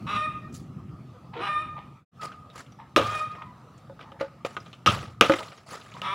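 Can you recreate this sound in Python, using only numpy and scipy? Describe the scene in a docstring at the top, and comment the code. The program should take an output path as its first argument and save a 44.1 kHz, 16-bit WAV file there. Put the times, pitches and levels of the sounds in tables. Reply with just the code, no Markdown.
"""A hen squawks four times on a concrete rooftop: hoarse pulses and breath clear into a stack of overtones.
A hammer breaks clay brick on a hollow tile in three blows: snap, spreading crack, ringing tile and slab.
Brick pieces knock the tile (modes), shards click (short modes and a tick), grit scrapes (coloured grains).
Other fowl cluck softly further off (falling notes and rasp); gusts rumble and a town hums (shaped noise).
The sound fades out and in again once; it comes back louder."""
import sys
import numpy as np
from scipy import signal
from scipy.fft import rfft, irfft, next_fast_len
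from scipy.io import wavfile
from scipy.ndimage import uniform_filter1d

SR = 44100
rng = np.random.default_rng(int(sys.argv[2]) if len(sys.argv) > 2 else 0)


def int16_out(signal):
    """Quantize to a 16-bit WAV file."""
    q = np.round(np.clip(np.atleast_2d(signal).T, -1, 1) * 32767)
    wavfile.write(sys.argv[1], SR, q.astype(np.int16))


N = 270818


def amp(db):
    """Decibels to linear amplitude."""
    return 10 ** (np.asarray(db) / 20)


def evened(x):
    """Scales x to unit RMS."""
    return x / np.sqrt(np.mean(x ** 2) + 1e-20)


def read(points, hz):
    """Reads a table of (frequency, value) on a log frequency axis."""
    f, value = np.transpose(points)
    return np.interp(np.log(hz + 1), np.log(f + 1), value)


def read_time(points, t):
    """Reads a table of (time, value)."""
    return np.interp(t, *np.transpose(points))


def add(mix, start_s, sound):
    """Adds sound into mix in place, cut at the end of mix."""
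    part = mix[round(start_s * SR):][:len(sound)]
    part += sound[:len(part)]


def colour(x, points):
    """Filters x by a table of (frequency, gain), at unit RMS."""
    size = next_fast_len(len(x))
    gain = amp(read(points, np.fft.rfftfreq(size, 1 / SR)))
    return evened(irfft(rfft(x, size) * gain, size)[:len(x)])


def wobble(size, hz):
    """Random drift of unit RMS, low-passed at hz."""
    b, a = signal.butter(2, 2 * hz / SR)
    return evened(signal.lfilter(b, a, rng.standard_normal(size + 4000))[4000:])


def patchwork(shape, bins, frames):
    """Random time-frequency patches of unit RMS."""
    noise = rng.standard_normal(shape)
    return evened(uniform_filter1d(uniform_filter1d(noise, bins, 0), frames, 1))


def ring(hz, t60_s, t):
    """One damped mode."""
    return np.sin(2 * np.pi * hz * t) * amp(-60 * t / t60_s)


# wind spectrum: (frequency [Hz], relative gain [dB])
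WIND_SPECTRUM = [(18, -68.5), (30, -18.5), (129, 0), (253, -10.5), (409, -21), (450, -38.5), (500, -24),
                 (650, -71), (1100, -120)]
# gusts at the microphone: (time [s], level [dB])
GUST_LEVELS = [(0.0, -39), (0.09, -35.5), (0.22, -40.5), (0.41, -38), (0.72, -39), (1.2, -45.5),
               (1.57, -42.5), (1.85, -45.5), (2.34, -53.5), (2.82, -53.5), (3.13, -52), (4.75, -52.5),
               (5.1, -50), (5.3, -55), (5.73, -56.5), (6.14, -48)]


def wind():
    """Turbulence at the microphone: low noise, lumpy in level, under the gust curve."""
    level_db = read_time(GUST_LEVELS, np.arange(N) / SR)
    return colour(rng.standard_normal(N), WIND_SPECTRUM) * amp(level_db + 2.15 * wobble(N, 11.0))


# town hum spectrum: (frequency [Hz], relative gain [dB])
HUM_SPECTRUM = [(240, -38.5), (400, -2), (481, -2.5), (753, -2), (964, -8.5), (1220, -5), (1510, -13.5),
                (2020, -13), (4380, -21), (6850, -27.5), (16000, -37)]
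# hum drift: (time [s], level above HUM_DB [dB])
HUM_DRIFT = [(0, 13.5), (.7, 7), (1.9, 7), (2.3, 3.5), (2.9, 2), (3.6, 4.5), (4.4, 2.5), (5.15, 0.5),
             (6.14, -0.5)]
HUM_DB = -65


def town_hum():
    """Distant town: shaped noise whose level varies in time-frequency patches."""
    hz, _, z = signal.stft(rng.standard_normal(N + 1024), SR, nperseg=1024, noverlap=768)
    depth_db = np.where(hz < 6500, 2.9, 1.2)[:, None]
    z = z * amp(read(HUM_SPECTRUM, hz)[:, None] + depth_db * patchwork(z.shape, 10, 12))
    hum = evened(signal.istft(z, SR, nperseg=1024, noverlap=768)[1][:N])
    return hum * amp(HUM_DB + read_time(HUM_DRIFT, np.arange(N) / SR))


# squawks: (start [s], hoarse part [s], clear part [s], effort [dB], hoarse part softer by [dB],
# sag over the clear part [dB], base pitch [Hz], hoarseness before clearing [0-1], hoarseness after [0-1])
SQUAWK_ROWS = [(0.062, 0.096, 0.11, -31.5, 1.2, 0.4, 607.8, 0.75, 0.05),
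               (1.392, 0.078, 0.16, -31.5, 2, 5, 602.4, 0.85, 0.06),
               (2.985, 0.155, 0.11, -34.5, 4.2, 8.1, 610.7, 0.4, 0.06),
               (6.017, 0.045, 0.22, -36, 0.67, .4, 589, 0.9, 0.7)]
# clean note: (multiple of pitch, relative level [dB])
NOTE_PARTIALS = [(1, -12.5), (2, -1.5), (3, -9.5), (4, -5.5), (5, -24.5), (6, -15), (7, -35.5), (8, -35.5),
                 (9, -32), (10, -53), (11, -50.5), (12, -39.5), (13, -41), (14, -37), (15, -37.5),
                 (16, -35), (17, -52.5)]
# hoarse rasp: (frequency [Hz], relative gain [dB])
RASP_SPECTRUM = [(300, -28.5), (600, -25), (820, -13.5), (1250, -12), (1500, -14.5), (2500, -18),
                 (3800, -21), (4600, -36.5), (5600, -33.5), (6300, -49), (9500, -47), (12000, -60.5)]
ONSET_S, ONSET_DB, RASP_ONSET_DB = 0.035, -8, -1.5  # start level, rising to 0 dB
RELEASE_S, RELEASE_DB = 0.021, 0.5  # slight lift just before the cut-off
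CLEARING_S, RASP_LINGERS_S = 0.014, 0.018
SCOOP, SCOOP_S = .2, .025  # pitch slides up from this share below
STRAIN, CREEP_HZ_PER_S = .07, 70  # pitch overshoot while hoarse, steady upward creep
WANDER = .005  # slow pitch drift (share)
VEIL_DB = -4.5  # partials other than the second, before clearing
SLIP_CHANCE, BREATH = .05, .4  # miscount of the pulse triples; breath noise share


def hen_pitch_hz(t, hoarse_s, base_hz, hoarse_before):
    """Voice pitch: scoop up, strained overshoot, steady creep."""
    strain = STRAIN * hoarse_before ** 2 * np.clip(4 * (1 - t / hoarse_s), 0, 1)
    return base_hz * (1 - SCOOP * np.exp(-t / SCOOP_S) + strain) + CREEP_HZ_PER_S * (t - hoarse_s)


def clear_note(turns, cleared):
    """Harmonic stack; each partial wavers on its own."""
    note = np.zeros(len(turns))
    for k, db in NOTE_PARTIALS:
        veil_db = 0 if k == 2 else VEIL_DB * (1 - cleared)
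        waver_db = (1.6 if k == 2 else 2.6) * wobble(len(turns), 35)
        note += amp(db + veil_db + waver_db) * np.cos(2 * np.pi * (k * turns + rng.random()))
    return evened(note)


def hoarse_rasp(turns, t):
    """Voice pulses stressed in threes plus breath, smeared by near surfaces."""
    size = len(t)
    beats = np.diff(np.floor(turns + .02 * wobble(size, 200)), prepend=0) > 0
    count = np.cumsum(beats * (1 + (rng.random(size) < SLIP_CHANCE)))
    strong = count % 3 == 0
    pulses = beats * (strong - 0.25) * amp(1.5 * rng.standard_normal(size))
    source = evened(pulses) + BREATH * rng.standard_normal(size)
    scatter = rng.standard_normal(800) * np.exp(-np.arange(800) / 180)
    rasp = colour(signal.oaconvolve(source, scatter)[:size], RASP_SPECTRUM)
    return rasp * amp(RASP_ONSET_DB * np.maximum(1 - t / ONSET_S, 0))


def squawk(hoarse_s, clear_s, effort_db, soft_db, sag_db, base_hz, hoarse_before, hoarse_after):
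    """Rough voicing gives way to steadier voicing: rasp crossfades towards the harmonic stack."""
    t = np.arange(0, hoarse_s + clear_s, 1 / SR)
    since_clear_s = t - hoarse_s
    cleared = np.clip(since_clear_s / CLEARING_S + .5, 0, 1)
    settled = np.clip(since_clear_s / RASP_LINGERS_S - .5, 0, 1)
    hoarse = np.clip(hoarse_before + (hoarse_after - hoarse_before) * settled, 0, .95)

    level_db = effort_db - soft_db * (1 - cleared) - sag_db * np.maximum(since_clear_s, 0) / clear_s
    level_db += ONSET_DB * np.maximum(1 - t / ONSET_S, 0)
    level_db += RELEASE_DB * np.maximum(1 - (t[-1] - t) / RELEASE_S, 0)

    jitter = (0.002 + .01 * hoarse) * wobble(len(t), 70) + WANDER * wobble(len(t), 15)
    turns = np.cumsum(hen_pitch_hz(t, hoarse_s, base_hz, hoarse_before) * (1 + jitter)) / SR
    voice = np.sqrt(1 - hoarse ** 2) * clear_note(turns, cleared)
    voice += hoarse * amp(1.5) * hoarse_rasp(turns, t)
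    return amp(level_db) * voice * signal.windows.tukey(len(t), .06)


# reverberation: (frequency [Hz], t60 [s])
YARD_T60 = [(200, 0.2), (1200, 0.4), (3000, 0.4), (9000, 0.46)]


def yard(x):
    """Walls and roofs around: sparse echoes of random sign, each band dying at its own speed."""
    taps = np.zeros(SR)
    at = np.arange(500, SR - 20, 20) + rng.integers(0, 20, (SR - 501) // 20)
    taps[at] = rng.choice([-1., 1.], at.shape)
    hz, t, z = signal.stft(taps, SR, nperseg=256)
    decay = amp(-60 * t / read(YARD_T60, hz)[:, None])
    tail = signal.istft(z * decay, SR, nperseg=256)[1]
    return signal.fftconvolve(x, tail / np.linalg.norm(tail))[:N]


FAR_WALL_S, FAR_WALL_DB = .18, -24.5


def far_wall(fowl):
    """One late, dull, diffuse echo, undelayed here."""
    smear = colour(rng.standard_normal(1600), [(2500, 0), (6000, -20)]) / 40  # unit energy
    return amp(FAR_WALL_DB) * signal.oaconvolve(fowl, smear)[:N]


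def crumbs(size, per_s, share, patchy_db):
    """Dense fine friction with separate larger grains; each bit of clay rings briefly in its own band."""
    hits = rng.random(size) < per_s / SR
    boost_db = 1.5 * np.minimum(rng.exponential(1, size), 3)
    grains = hits * rng.standard_normal(size) * amp(boost_db)
    friction = rng.standard_normal(size) + share * evened(grains)
    z = signal.stft(friction, nperseg=256, noverlap=192)[2]
    z = z * amp(patchy_db * patchwork(z.shape, 5, 9))
    return signal.istft(z, nperseg=256, noverlap=192)[1][:size]


# grit on concrete; at 4.45 s the short noise of a brick piece knocking:
# (start [s], rise [s], hold [s], decay t60 [s], grind level [dB], hiss level [dB])
GRIT_ROWS = [(0.524, 0.023, 0.013, 0.19, -73, -46.5), (2.207, 0.011, 0.036, 0.15, -43.5, -54.5),
             (2.532, 0.03, 0.045, 0.13, -48.5, -56.5), (3.002, 0.013, 0.0058, 0.99, -38.5, -60),
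             (3.015, 0.011, 0.16, 0.26, -51, -53.5), (3.992, 0.029, 0.0071, 0.14, -50.5, -87),
             (4.192, 0.016, 0.011, 0.15, -39, -63.5), (4.45, 0.0034, 0.0087, 0.06, -38, -50.5),
             (4.46, 0.01, .005, 1.6, -56, -66.5), (4.885, 0.017, 0.0044, 0.5, -34.5, -46.5),
             (5.239, 0.015, 0.14, 0.61, -41.5, -52), (5.663, 0.058, 0.003, 0.3, -43, -48.5),
             (5.801, 0.034, 0.21, 0.34, -56, -66)]
# dull part: (frequency [Hz], relative gain [dB])
GRIND_SPECTRUM = [(300, 2.5), (600, 7.5), (1250, 2.5), (2000, 1), (3500, -7.5), (5000, -10.5),
                  (8000, -40.5)]
# bright part: (frequency [Hz], relative gain [dB])
HISS_SPECTRUM = [(2500, -16.5), (4500, -5.5), (6500, -6), (7500, -4), (8500, -12.5), (11000, -10.5),
                 (13000, -29), (15500, -18.5)]
SLIP_IN_DB = -18  # start of the rise, relative to the hold


def grit(rise_s, hold_s, t60_s, grind_db, hiss_db):
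    """Many small grains slipping: a dull grind and a bright hiss from the same lumpy motion."""
    t = np.arange(0, rise_s + hold_s + t60_s / 2, 1 / SR)
    stroke_db = SLIP_IN_DB * np.maximum(1 - t / rise_s, 0)
    stroke_db -= 60 * np.maximum(t - rise_s - hold_s, 0) / t60_s
    lumps_db = wobble(len(t), 200) + 2.1 * wobble(len(t), 45)
    slips = crumbs(len(t), 500, .5, patchy_db=3.5) * amp(lumps_db)
    grind = amp(grind_db) * colour(slips, GRIND_SPECTRUM)
    hiss = amp(hiss_db) * colour(slips, HISS_SPECTRUM)
    return amp(stroke_db) * (grind + hiss)


# distant clucks, and at 2.185 s the dying tail of a squawk:
# (start [s], note level [dB], pitch [Hz], length [s], roughness, rasp level [dB])
CLUCK_ROWS = [(1.138, -51.5, 497, 0.038, 0.06, -67), (1.32, -41.5, 854, 0.066, 0.99, -50),
              (1.35, -34, 470.4, 0.065, 0.47, -43.5), (1.36, -38, 335, 0.074, 0.97, -61),
              (1.757, -44.5, 890, 0.053, 0.88, -54), (2.185, -45.5, 1228, 0.11, 0.32, -69),
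              (2.783, -47, 915, 0.054, 0.79, -62), (3.358, -51.5, 997, 0.095, 1.02, -87),
              (3.425, -52, 996, 0.11, 0.05, -91), (4.024, -53.5, 866, 0.18, 0.62, -83),
              (5.941, -48, 968, 0.055, 0.6, -61)]


def cluck(note_db, hz, length_s, rough, rasp_db):
    """A falling note with weak overtones, broken by uneven flutter, and a throaty rasp above it."""
    t = np.arange(0, length_s, 1 / SR)
    glide = 1.03 - 0.053 * t / length_s + 0.13 * rough * wobble(len(t), 223)
    turns = np.cumsum(hz * glide) / SR
    note = sum(amp(-11 * k * hz / 800) * np.sin(2 * np.pi * (k + 1) * turns) for k in range(4))
    throat = [(1300, -33.5), (2100, 1.0), (3800, -7.0), (5500, -30.0), (12000, -45.0)]
    rasp = colour(rng.standard_normal(len(t)), throat) * np.hanning(len(t))
    flutter = amp(4.5 * rough * wobble(len(t), 84))
    return (amp(note_db) * note + amp(rasp_db) * rasp) * flutter * signal.windows.tukey(len(t), .5)


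def burst(points, t60_s):
    """A spatter of tiny fractures that dies away."""
    t = np.arange(0, .5, 1 / SR)
    spatter = crumbs(len(t), 1200, .36, patchy_db=2.5) * amp(1.5 * wobble(len(t), 200))
    return colour(spatter, points) * amp(-60 * t / t60_s) * np.minimum(t / 0.0005, 1)


# shard clicks: (start [s], level [dB], centre of the ring [Hz], tick t60 [s])
SHARD_ROWS = [(2.2195, -37, 3020, 0.054), (2.3176, -42.5, 1590, 0.17), (2.501, -47, 3470, 0.13),
              (2.6628, -51, 2850, 0.086), (2.722, -50.5, 5660, 0.077), (3.1936, -39, 1800, 0.044),
              (3.352, -40, 2010, 0.07), (3.4204, -40, 1700, 0.065), (3.7788, -53.5, 6900, 0.094),
              (3.9926, -40.5, 1380, 0.12), (4.011, -40.5, 2440, 0.056), (4.028, -47, 2770, 0.075),
              (4.603, -47, 5400, 0.1), (4.6613, -44, 3220, 0.11), (4.73, -39, 3340, 0.092),
              (4.927, -30, 1950, 0.03), (4.99, -33, 2620, 0.039), (5.029, -38, 2230, .04),
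              (5.079, -45.5, 840, 0.16), (5.3584, -38, 2400, 0.01), (5.387, -32, 3500, 0.057),
              (5.429, -33, 2490, 0.06), (5.483, -42.5, 3800, 0.054), (5.519, -40, 2420, 0.085),
              (5.576, -48.5, 5600, 0.12), (5.744, -37, 1535, 0.21), (5.8129, -40.5, 4020, 0.063),
              (5.89, -52, 3750, 0.026), (5.9189, -42, 2260, 0.053), (5.9398, -39.5, 3530, 0.044),
              (5.967, -40, 1300, 0.066), (6.0177, -21, 2730, 0.018)]
# breaking clay, also the base of each tick: (frequency [Hz], relative gain [dB])
CRACK_SPECTRUM = [(59, -13.5), (100, -10.5), (570, 3), (950, -8.5), (1280, -3.5), (1800, -13.5), (2860, -7),
                  (3860, -13.5), (4670, -26.5), (5300, -19.5), (7400, -30.5), (8280, -35), (11000, -36.5),
                  (13000, -44), (15000, -36), (16000, -55)]
TICK_DB_PER_OCTAVE = -2.5  # away from the ring


def shard(level_db, hz, t60_s, size=4410):
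    """A hard fragment struck: a cluster of close, short modes and a tick strongest near them."""
    t = np.arange(size) / SR
    cluster = sum(ring(hz * (1 + .12 * d), t60_s * .7, t) for d in rng.standard_normal(5))
    near = [(f, db + TICK_DB_PER_OCTAVE * abs(np.log2(f / hz))) for f, db in CRACK_SPECTRUM]
    return amp(level_db) * (0.2 * cluster + 0.44 * burst(near, t60_s)[:size])


# hollow tile modes: (frequency [Hz], base level [dB], t60 [s])
TILE_MODES = [(320.3, 6.5, 0.21), (547.8, 3, 0.18), (869, -9.5, 0.17), (952, -17, 0.1), (1460, -19, 0.23),
              (2720, -31, 0.017)]


def tile(deep_db, free_s):
    """Modes of the hollow tile; the striking point shifts their balance, contact damps them after free_s."""
    t = np.arange(0, .3, 1 / SR)
    sound = np.zeros(len(t))
    for i, (hz, db, t60_s) in enumerate(TILE_MODES):
        lift_db = (deep_db if i == 0 else 0) + 1.5 * rng.standard_normal()
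        sound += amp(db + lift_db) * ring(hz, t60_s, t)
    damping_db = -60 * np.maximum(t - free_s, 0) / 0.034
    return sound / abs(sound).max() * amp(2.2 * wobble(len(t), 60) + damping_db)


# hammer blows: (start [s], snap level [dB], slab thump level [dB], tile ring level [dB], crack level [dB],
# crack t60 [s], crack tilt towards 3 kHz [dB per octave], share of the crack there at once [0-1])
BLOW_ROWS = [(2.9623, -5, -31, -17, -14, 0.2, -0.5, 0.58), (4.8615, -9, -24.5, -26, -16.5, 0.2, 5.5, 0.32),
             (5.2107, 4.5, -36.5, -52, -13, 0.15, 1, 0.78)]
SNAP_HZ, SNAP_T60_S = 2910, .015  # steel contact is over at once
CRACK_SPREAD_S = 0.0097  # time for a whole crack to run through the brick


def blow(snap_db, thump_db, tile_db, crack_db, crack_t60_s, tilt_db, at_once):
    """Steel meets brick: a sharp snap, the crack running on, the tile and the slab ringing."""
    t = np.arange(0, .5, 1 / SR)
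    # hard clay favours 3 kHz; the tilt is 0.53 as steep above it
    tilted = [(hz, db - tilt_db * max(np.log2(3000 / hz), 0.53 * np.log2(hz / 3000)))
              for hz, db in CRACK_SPECTRUM]
    spread = np.clip(at_once + t / CRACK_SPREAD_S, 0, 1)
    sound = amp(snap_db) * shard(0, SNAP_HZ, SNAP_T60_S, len(t))
    sound += amp(crack_db) * burst(tilted, crack_t60_s) * spread
    slab = ring(107.7, 0.77, t) + 0.74 * ring(197.1, 0.38, t)
    sound += amp(thump_db) * slab * (.7 + .8 * wobble(len(t), 30))
    add(sound, 0, amp(tile_db) * tile(0, 0.059))
    return sound


# pieces set down on the tile: (start [s], tile ring level [dB], deepest mode lift [dB], click level [dB],
# click ring [Hz], free ringing [s])
KNOCK_ROWS = [(3.898, -38, -17, -75, 1560, 0.03), (4.119, -45, -11, -45, 2960, 0.04),
              (4.21, -21, -21, -31, 1306, 0.057), (4.449, -26, -38, -26, 2890, 0.0026),
              (4.567, -38.5, -9, -25, 1470, 0.019), (5.297, -9, -5.5, -12.5, 1510, 0.037),
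              (5.32, -28, 9, -18.5, 2220, 0.012), (5.337, -25.5, 24, -17.5, 1925, 0.0074)]


def knock(ring_db, deep_db, click_db, click_hz, free_s):
    """A brick piece excites the tile, then damps it; its own edge clicks."""
    sound = amp(ring_db) * tile(deep_db, free_s)
    add(sound, 0, shard(click_db, click_hz, 0.056))
    return sound


def scene():
    """The fowl are far and wet, the bricks near and dry."""
    fowl, near = np.zeros(N), np.zeros(N)
    for mix, play, rows in [(fowl, squawk, SQUAWK_ROWS), (near, grit, GRIT_ROWS), (fowl, cluck, CLUCK_ROWS),
                            (near, shard, SHARD_ROWS), (near, blow, BLOW_ROWS), (near, knock, KNOCK_ROWS)]:
        for start_s, *row in rows:
            add(mix, start_s, play(*row))
    add(fowl, FAR_WALL_S, far_wall(fowl))
    echoes = yard(amp(-4.0) * fowl + amp(-16.5) * near)
    mix = fowl + near + echoes + wind() + town_hum()
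    return np.array([mix, mix])


OUT_AT_S, OUT_S, IN_AT_S, IN_S = 1.966, 0.084, 2.116, 0.071
BEFORE_DB, AFTER_DB, FLOOR_DB = 1.33, 5, -66.5  # gains, and a floor added throughout


def fade():
    """Gain: straight fade out, near silence, straight fade in to a higher level."""
    t = np.arange(N) / SR
    before = np.clip(1 - (t - OUT_AT_S) / OUT_S, 0, 1)
    after = np.clip((t - IN_AT_S) / IN_S, 0, 1)
    return amp(BEFORE_DB) * before + amp(AFTER_DB) * after + amp(FLOOR_DB)


EDGE_HZ = 15900
SIDE_SMEAR, SIDE_NOISE = 1e-3, 8e-5  # faint smeared copy and noise, opposite sign in the two channels


def record(dry):
    """Bass cut; the port rings near 1.2 kHz; soft overload; a faint side signal; fade; band limit."""
    thin = signal.lfilter(*signal.butter(2, 75, "high", fs=SR), dry)
    port = signal.lfilter(*signal.iirpeak(1245, 11, SR), thin)
    loud = np.tanh(thin + 2.03 * port) * 0.67
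    smeared = signal.oaconvolve(loud[0], rng.choice([-1., 1.], 256) * np.hanning(256))[:N]
    side = SIDE_SMEAR * smeared + SIDE_NOISE * rng.standard_normal(N)
    faded = (loud + side * [[1], [-1]]) * fade()
    low_pass = signal.firwin(511, EDGE_HZ, window=("kaiser", 9), fs=SR)
    return signal.oaconvolve(faded, low_pass[None], "same")


dry = scene()
out = record(dry)
int16_out(out)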